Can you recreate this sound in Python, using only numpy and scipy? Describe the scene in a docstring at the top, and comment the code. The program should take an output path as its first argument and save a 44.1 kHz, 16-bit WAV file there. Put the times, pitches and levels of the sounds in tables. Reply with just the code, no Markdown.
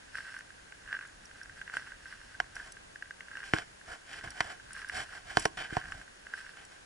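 """Footsteps on a shingle beach, heard from a small camera carried in a closed plastic case.
From the start, each step crunches and clacks pebbles through the hollow ring of the case, over a faint
hush of wind and water, and the fittings tick now and then. Near 2 s a heavier step lands with a dull
scuff. A knock on the case follows, and fingers begin rubbing it around 2.5 s.
From 3.5 to 6 s the rubs and knocks crowd in, then ease off for one last step."""
import sys
import numpy as np
from scipy import signal
from scipy.fft import rfft, irfft, next_fast_len
from scipy.io import wavfile

SR = 44100
rng = np.random.default_rng(int(sys.argv[2]) if len(sys.argv) > 2 else 0)


def generate_wav(sig):
    """Save sig (samples, or channels by samples) to the path in sys.argv[1] as 16-bit PCM at SR."""
    pcm = np.round(np.clip(np.atleast_2d(sig).T, -1, 1) * 32767).astype(np.int16)
    wavfile.write(sys.argv[1], SR, pcm)


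N = 302085
TIME = np.arange(N) / SR
OPPOSED = np.array([[1], [-1]])  # left and right in opposite polarity

# first the dull scuff of a heavy step, then fingers sliding on the case:
# start_s, swell_s, hold_s, level_db, rasp_db, treble_db, push_db
SCUFFS = [(1.723, 0.016, 0.019, -45.5, 2.5, 1.5, -33), (2.54, 0.013, 0.12, -52.5, 3, 3, -19),
          (3.43, 0.009, 0.1, -57, 12.5, 10, -7.5), (3.532, .003, 0.059, -41, 3, -2, -23),
          (3.847, 0.072, 0.0068, -41, -1.5, -1.5, -18), (4.037, 0.099, 0.039, -47, 7, 2.5, -25),
          (4.233, 0.0025, 0.047, -46.5, 1.5, -1.5, -11), (4.313, 0.074, 0.13, -42.5, 1, -1.5, -29),
          (4.911, 0.042, 0.048, -36, 4.5, 2.5, -18), (5.085, 0.056, 0.031, -47.5, 3.5, 0, -33),
          (5.237, 0.069, 0.033, -44.5, 5, 1, -17), (5.347, 0.038, 0.053, -45.5, 10, 12, -11),
          (5.57, 0.0018, 0.056, -39, 6, -3.5, -21), (5.651, 0.11, 0.0081, -42, 3, -0.5, -26),
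          (5.816, 0.032, 0.15, -50, 1, 0.5, -8), (6.556, 0.012, 0.055, -54, 5, -2, -17),
          (6.692, 0.029, 0.017, -54.5, 4, -0.5, -20)]
# ring of the case when touched: pitch_hz, width_hz, level_db
CASE_MODES = [(120, 94, -7), (215, 360, -9.5), (321.6, 25.4, 2.5), (427, 54, -1), (713, 133, -0.5),
              (941, 23, -10), (1078, 22, -2), (1264, 620, -7.5), (1530, 203, 7.5), (1790, 610, -15.5),
              (2180, 110, -36), (2800, 20, -18), (2977, 127, -4), (4470, 770, -11), (5450, 800, -5.5),
              (7340, 820, -4), (8950, 940, -10)]


def footsteps(press, grind, crunch_db=-2, grit_db=-1, thud_db=-21, lurch_db=4.0, stone_width_hz=550):
    """The sole shoves pebbles along in small lurches, grit hisses, and the bed thuds under full weight."""
    # ring of the many small stones: pitch_hz, level_db
    stone_modes = [(1400, 5.5), (1560, 6), (1720, -3.5), (1950, 5)]
    # hiss of fine grit: frequency_hz, level_db
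    grit_eq = [(1000, -24), (2800, 5), (3700, -5.5), (4600, 2), (5000, -1.5), (5500, 4), (6400, -14),
               (7700, -5), (8800, -4.5), (11000, -10)]
    # dull thud of the shingle bed: frequency_hz, level_db
    bed_eq = [(150, -12.5), (450, -5.5), (1100, 6), (2500, -15), (6000, -39)]
    lurch = undb(lurch_db * np.minimum(wander(480), 1))
    stones = np.zeros((2, N))  # mid and side
    for path in stones:
        for hz, db in stone_modes:
            path += ring(grains(rate_hz=200, spread_db=3.5, cap_db=9), [(hz, stone_width_hz, db)])
    crunch = through_case(*(press * lurch * stones)) / np.std(through_case(*stones))
    specks = (grains(rate_hz=3000, spread_db=12.5, cap_db=16) for _ in range(3))
    shared, left, right = (unit(colour(hits, grit_eq)) for hits in specks)
    grit = unit(0.7 * shared + np.array([left, right])) * grind
    thud = noise(bed_eq) * press ** 2 / press.max()
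    return undb(crunch_db) * crunch + undb(grit_db) * grit + undb(thud_db) * thud


def tread(heel_s=0.06, roll_db=-8, lift_s=0.04, trickle_db=-64.5, trickle_grit_db=-1.5):
    """Envelopes of crunch and grit: each foot loads, the heel sinks in, the sole rolls and lifts."""
    # footfalls: full_weight_s, level_db, relative_grit_db, load_s, roll_s
    footfalls = [(0.17, -39, -10.5, .028, .21), (0.942, -39, -19, .055, .1), (1.40, -50.5, -12, .07, .24),
                 (1.575, -49, -10, .012, .06), (1.766, -38.5, -13.5, .035, .12),
                 (2.11, -46, -8.5, 0.072, .23), (2.57, -43.5, -17, .025, .09),
                 (3.385, -38.5, -19, .055, .06), (4.14, -46.5, -9.5, .04, 0.25),
                 (4.788, -41.5, -9.5, 0.066, .36), (5.81, -41, -25, .08, .08),
                 (6.385, -45, -6.5, .05, 0.13)]
    # stones keep settling between steps
    crunch_power, grit_power = undb(trickle_db) ** 2, undb(trickle_db + trickle_grit_db) ** 2
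    for s, db, grit_db, load_s, roll_s in footfalls:
        before, after = np.maximum(s - TIME, 0), np.maximum(TIME - s, 0)
        heel = np.exp(-after / heel_s)
        roll = undb(roll_db) * np.exp(-np.maximum(after - roll_s, 0) / lift_s)
        weight = undb(db) * np.exp(-before / load_s) * np.maximum(heel, roll)
        crunch_power += weight ** 2
        grit_power += (weight * undb(grit_db)) ** 2
    return np.sqrt(crunch_power), np.sqrt(grit_power)


def pebbles(press, boost_db=3, chatter=0.089, chatter_s=0.0026, width_hz=850, size=2048):
    """A pebble strikes its neighbour at its own pitch and chatters for a few milliseconds."""
    # stand-out single clacks: start_s, level_db, pitch_hz
    clacks = [(0.1541, -28.5, 1740), (0.184, -29.5, 1540), (0.2543, -39, 1530), (0.39, -38.5, 1570),
              (0.408, -37, 1620), (0.723, -37, 1700), (0.928, -22.5, 1670), (0.99, -33.5, 1630),
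              (1.414, -36.5, 1540), (1.496, -38, 1650), (1.6148, -33, 1780), (1.678, -33.5, 1770),
              (1.698, -33, 1600), (1.7394, -30, 1560), (1.769, -21.5, 1430), (1.9196, -36, 1600),
              (2.5661, -31.5, 1570), (2.769, -40.5, 1550), (2.958, -36.5, 1790), (3.024, -30, 1730),
              (3.1084, -32.5, 1840), (3.207, -32.5, 1910), (3.3707, -32, 1600), (3.392, -42, 1550),
              (3.564, -29, 1580), (4.2754, -35.5, 1580), (4.5983, -41.5, 1530), (4.8181, -32, 1550),
              (4.8456, -33, 1540), (4.8972, -26.5, 1750), (5.706, -34, 1540), (5.732, -33, 1550),
              (5.9215, -28, 1600), (6.0145, -37, 1450), (6.268, -36.5, 1597), (6.3376, -26.5, 1500),
              (6.5714, -39, 1680)]
    stone_eq = [(150, -12), (500, 2), (2800, 4), (5000, 6.0)]
    out = np.zeros((2, N))
    for s, db, hz in clacks + loose_pebbles(press):
        forces = chatter * burst(chatter_s, (2, size))
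        forces[0, 0] += 1  # the strike itself, in the mid only
        mid, side = (colour(ring(force, [(hz, width_hz, 0)]), stone_eq) for force in forces)
        add(out, s, at_peak(through_case(mid, side), db + boost_db))
    return out


def loose_pebbles(press, count=44, level_db=-34, spread_db=1, follow=0.38, pitch_hz=1590, spread_hz=47):
    """Lesser pebbles slip at random, more often and harder under load: start_s, level_db, pitch_hz."""
    scatter = rng.standard_normal((count, 2))
    slipped = np.cumsum(press)
    onsets = np.searchsorted(slipped, slipped[-1] * (np.arange(count) + rng.random(count)) / count)
    load_db = 20 * np.log10(press[onsets] / press.max())
    db = level_db + follow * load_db + spread_db * scatter[:, 0]
    return list(zip(TIME[onsets], db, pitch_hz + spread_hz * scatter[:, 1]))


def through_case(mid, side, left_db=-1.75):
    """Outside sound rings the air in the case; the left microphone hears it a touch later and weaker."""
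    # hollow tone common to both microphones: frequency_hz, level_db
    mid_eq = [(100, -11), (450, -11), (750, -17), (950, -14.5), (1250, -10.5), (1430, -8), (1570, 4.5),
              (1720, -3), (1950, -7.5), (2350, -18.5), (2850, -12.5), (3400, -35), (5400, -19.5),
              (11000, -24)]
    # tone opposed between them: frequency_hz, level_db
    side_eq = [(100, -34), (450, -9), (900, -39.5), (1300, -17), (1570, -28.5), (2300, -28), (3000, -7),
               (3700, -14.5), (5400, -50), (11000, -44)]
    mid, side = colour(mid, mid_eq), colour(side, side_eq)
    late_mid = np.append(0, mid[:-1])
    return np.array([undb(left_db) * (late_mid + side), mid - side])


def knocks(rattle_s=0.0039, buzz_db=-23, buzz_s=0.052, size=8192):
    """A blow on the case: soft contacts thump, hard ones crack, and the camera rattles inside."""
    # blows: start_s, peak_db, thump_db, boom_db, body_db, treble_db, rattle_db
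    blows = [(2.401, -12, -9, -7.5, 6.5, -8, -13.5), (2.406, -47, -11, 1, 16, -4, -20),
             (3.5356, -6, 9, 8, 1, -16, -19.5), (3.585, -21, -10, 0, -1, -2.5, -21),
             (4.2385, -35.5, 26, 9, 11, -11, -1), (4.405, -10, 3, -3, 7, -8, -2.5),
             (5.3706, -5.5, 5.5, 4.5, 9.5, -3, -14.5), (5.4537, -13, 8, 16.5, 5, 4, -16),
             (5.4558, -9, 0.5, 12.5, 13, -14, -12), (5.724, -29.5, 27, 25, 5, -15, -13),
             (5.7677, -13, 18, 7, 17.5, -10.5, -9)]
    rattle_eq = [(200, -29), (1500, 7.5), (4000, 9.5)]  # small hard contacts carry mostly treble
    impulse = TIME[:size] == 0
    out = np.zeros((2, N))
    for s, db, thump_db, boom_db, body_db, treble_db, rattle_db in blows:
        rattle, buzz = (unit(burst(decay_s, size)) / np.sqrt(size) for decay_s in (rattle_s, buzz_s))
        force = impulse + undb(rattle_db) * colour(rattle, rattle_eq) + undb(buzz_db) * buzz
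        # where the blow lands decides which of the low modes it wakes
        contact_eq = [(30, thump_db - 4.5), (140, thump_db), (330, boom_db),
                      (560, (boom_db + body_db) / 2 - 2.0), (740, body_db), (1000, body_db - 1.0),
                      (1250, 0.74), (1550, 0.55), (2200, 2.4), (3000, 0),
                      (3800, treble_db + 6.5), (5400, treble_db - 0.5), (11000, treble_db - 18.0)]
        knock = flex(ring(colour(force, contact_eq), CASE_MODES))
        add(out, s, at_peak(knock, db))
    return out


def scuffs(trim_db=-2, body_db=-0.5, far_wall_db=-7, jerk_db=2.0):
    """Stick and slip in dense little jerks: one heavy step's dull scuff, then skin on the plastic."""
    # tone of the friction: frequency_hz, level_db
    slip_eq = [(60, -12), (300, -2), (750, 7), (1570, 2.5), (2500, 2), (4000, 3), (7000, -5), (11000, -8.5)]
    grip = undb(jerk_db * wander(1100))  # catches and lets go every few milliseconds
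    slips = [grip * colour(grains(rate_hz=4500, spread_db=4.5, cap_db=3.5), slip_eq) for _ in range(2)]
    force = np.zeros((2, N))
    for s, swell_s, hold_s, db, rasp_db, treble_db, _ in SCUFFS:
        pressure = stroke(s, swell_s, hold_s) * undb(db + trim_db)
        touching = pressure > 0
        touch_eq = [(750, body_db), (1550, 0.0038), (2400, rasp_db), (3200, rasp_db), (6000, treble_db)]
        add(force, s, np.array([colour((slip * pressure)[touching], touch_eq) for slip in slips]))
    near_wall = flex(ring(force[0], CASE_MODES))
    # drag on the far wall pushes the microphones in opposite ways
    drag = colour(force[1], [(100, -4), (400, -4), (1600, -16.5), (3000, -2)])
    far_wall = ring(drag, CASE_MODES) * OPPOSED
    return (near_wall + undb(far_wall_db) * far_wall) / np.std(ring(slips[0], CASE_MODES))


def stroke(start_s, swell_s, hold_s, release_s=0.058, grab_db=5.5, grab_s=0.0099):
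    """Pressure of one scuff: swell, hold, release. A fast landing starts harder, then eases."""
    grab = undb(grab_db * np.exp(-swell_s / grab_s))
    return np.interp(TIME, start_s + np.cumsum([0, swell_s, hold_s, release_s]), [0, grab, 1, 0])


def ticks(boost_db=4, scrape_s=0.0026, width_hz=300, size=2048):
    """Small hard fittings on the case shift with a short, bright scrape."""
    # thin ticks: start_s, level_db, pitch_hz
    shifts = [(0.388, -45, 6350), (1.073, -47.5, 7550), (1.254, -46, 5660), (1.4317, -43, 5430),
              (2.554, -41.5, 5450), (2.7207, -38.5, 6060), (4.304, -38.5, 4730), (4.7311, -37, 9200),
              (4.8865, -40, 5270), (5.396, -30, 7800), (5.4546, -25, 5800), (6.6497, -47.5, 7700)]
    # ring that the fittings share: pitch_hz, width_hz, level_db
    fitting_modes = [(5630, 120, 1.5), (7820, 330, -6.5), (9220, 650, -3.5)]
    out = np.zeros((2, N))
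    for s, db, hz in shifts:
        tick = flex(ring(burst(scrape_s, size), [(hz, width_hz, 0), *fitting_modes]))
        add(out, s, at_peak(tick, db + boost_db))
    return out


def flex(x, travel_s=0.001167):
    """Bending waves cross the case to the two microphones, treble first (travel_s at 1 kHz)."""
    # the flexing case moves the microphones out of step: frequency_hz, left_lead_rad, left_over_right_db
    stereo_skew = [(60, -0.62, -4), (174, 0.061, 1.5), (325, -1.85, 0.5), (480, -1.36, -1.5),
                   (740, -1.28, -10), (1300, -1.65, 3.5), (1600, -0.4, -4.5), (2240, -1.16, 6),
                   (2500, 0.95, -1.5), (4340, 1.75, -2), (5800, -0.72, -1.5), (11300, -1.47, 2)]
    hz, lead, left_db = np.transpose(stereo_skew)
    size = next_fast_len(len(x) + 2048)
    grid = np.fft.rfftfreq(size, 1 / SR)
    bending = np.exp(-4j * np.pi * travel_s * np.sqrt(1000 * grid))
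    half_skew = np.exp(.5j * np.interp(grid, hz, lead)) * undb(np.interp(grid, hz, left_db) / 2)
    return irfft(rfft(x, size) * bending * np.array([half_skew, 1 / half_skew]), size)[:, :len(x)]


def background(mid_db=-58.5, side_db=-57.5, waver_db=1, rumble_db=1, buffet_db=3.0):
    """A slowly wavering hush, and a rumble from carrying the camera that swells with the scuffs."""
    # wind, water and microphone hiss, centre: frequency_hz, level_db
    hush_mid_eq = [(100, 9), (450, 7), (1000, 5), (1300, 6), (1580, 13.5), (1900, 7.5), (2400, 2.5),
                   (4000, -0.5), (6300, -0.5), (6750, 3.5), (7200, -1), (11000, -4.5)]
    # the stereo width of that hush: frequency_hz, level_db
    hush_side_eq = [(60, 3.5), (250, 13), (520, 15.5), (900, 15.5), (1600, 13.5), (2300, 10), (3000, 9.5),
                    (4200, 4), (7000, 1.5), (11000, -8)]
    # handling rumble: frequency_hz, level_db
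    rumble_eq = [(12, -25), (28, -0.5), (70, -4.5), (150, -11.5), (300, -18), (700, -42), (2000, -66)]
    # rise and fall of the rumble during the walk: time_s, level_db
    carry_levels = [(0, -68.5), (1.1, -65), (2.7, -63.5), (3.2, -68.5), (4.3, -68.5), (4.7, -63.5),
                    (5.9, -66), (6.85, -73.5)]
    mid, side, rumble = noise(hush_mid_eq), noise(hush_side_eq), noise(rumble_eq)
    hush = undb(mid_db) * mid + undb(side_db + waver_db * wander(30)) * side * OPPOSED
    carry = undb(np.interp(TIME, *np.transpose(carry_levels)))
    push = sum(stroke(s, swell_s, hold_s) * undb(db + push_db)
               for s, swell_s, hold_s, db, _, _, push_db in SCUFFS)
    return hush + rumble * np.hypot(carry, push) * undb(rumble_db + buffet_db * wander(110))


def grains(rate_hz, spread_db, cap_db):
    """Random tiny impacts, many weak and a few strong; rms 1."""
    strength = undb(np.minimum(spread_db * rng.exponential(size=N), cap_db))
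    hits = rng.random(N) < rate_hz / SR
    return unit(hits * strength * rng.choice([-1, 1], N))


def burst(decay_s, shape):
    """White noise that dies away."""
    white = rng.standard_normal(shape)
    return white * np.exp(-TIME[:white.shape[-1]] / decay_s)


def noise(eq):
    """Steady coloured noise; rms 1."""
    return unit(colour(rng.standard_normal(N), eq))


def wander(points):
    """A random drift through points spread evenly over the scene."""
    return np.interp(TIME, np.linspace(0, TIME[-1], points), rng.standard_normal(points))


def ring(x, modes, size=6000):
    """Drive damped modes given as pitch_hz, width_hz, level_db."""
    t = TIME[:size]
    response = sum(undb(db) * width * np.exp(-np.pi * width * t) * np.cos(2 * np.pi * hz * t)
                   for hz, width, db in modes)
    response[0] /= 2
    return signal.fftconvolve(x, response / SR)[:len(x)]


def colour(x, eq, size=4096):
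    """Minimum-phase EQ through points of frequency_hz, level_db."""
    hz, db = np.transpose(eq)
    grid = np.maximum(np.fft.rfftfreq(size, 1 / SR), 1)
    gain = undb(np.interp(np.log(grid), np.log(hz), db))
    cepstrum = irfft(np.log(gain))
    # folding the cepstrum makes the filter causal
    cepstrum[1:size // 2] *= 2
    cepstrum[size // 2 + 1:] = 0
    return signal.fftconvolve(x, irfft(np.exp(rfft(cepstrum))))[:len(x)]


def undb(db):
    """Decibels to gain."""
    return 10 ** (np.asarray(db) / 20)


def unit(x):
    """Scale to rms 1."""
    return x / np.sqrt(np.mean(x ** 2))


def at_peak(x, db):
    """Scale to a peak level."""
    return x * undb(db) / np.abs(x).max()


def add(track, start_s, sound):
    """Mix a sound into a track."""
    part = track[..., int(start_s * SR):][..., :sound.shape[-1]]
    part += sound[..., :part.shape[-1]]


def scene():
    """Steps on the beach and the hand on the camera, over the hush."""
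    press, grind = tread()
    return footsteps(press, grind) + pebbles(press) + scuffs() + knocks() + ticks() + background()


def record(dry):
    """The camera cuts the top end steeply."""
    cutoff_hz = 11120
    return signal.sosfilt(signal.ellip(10, .2, 70, cutoff_hz, fs=SR, output="sos"), dry)


dry = scene()
out = record(dry)
generate_wav(out)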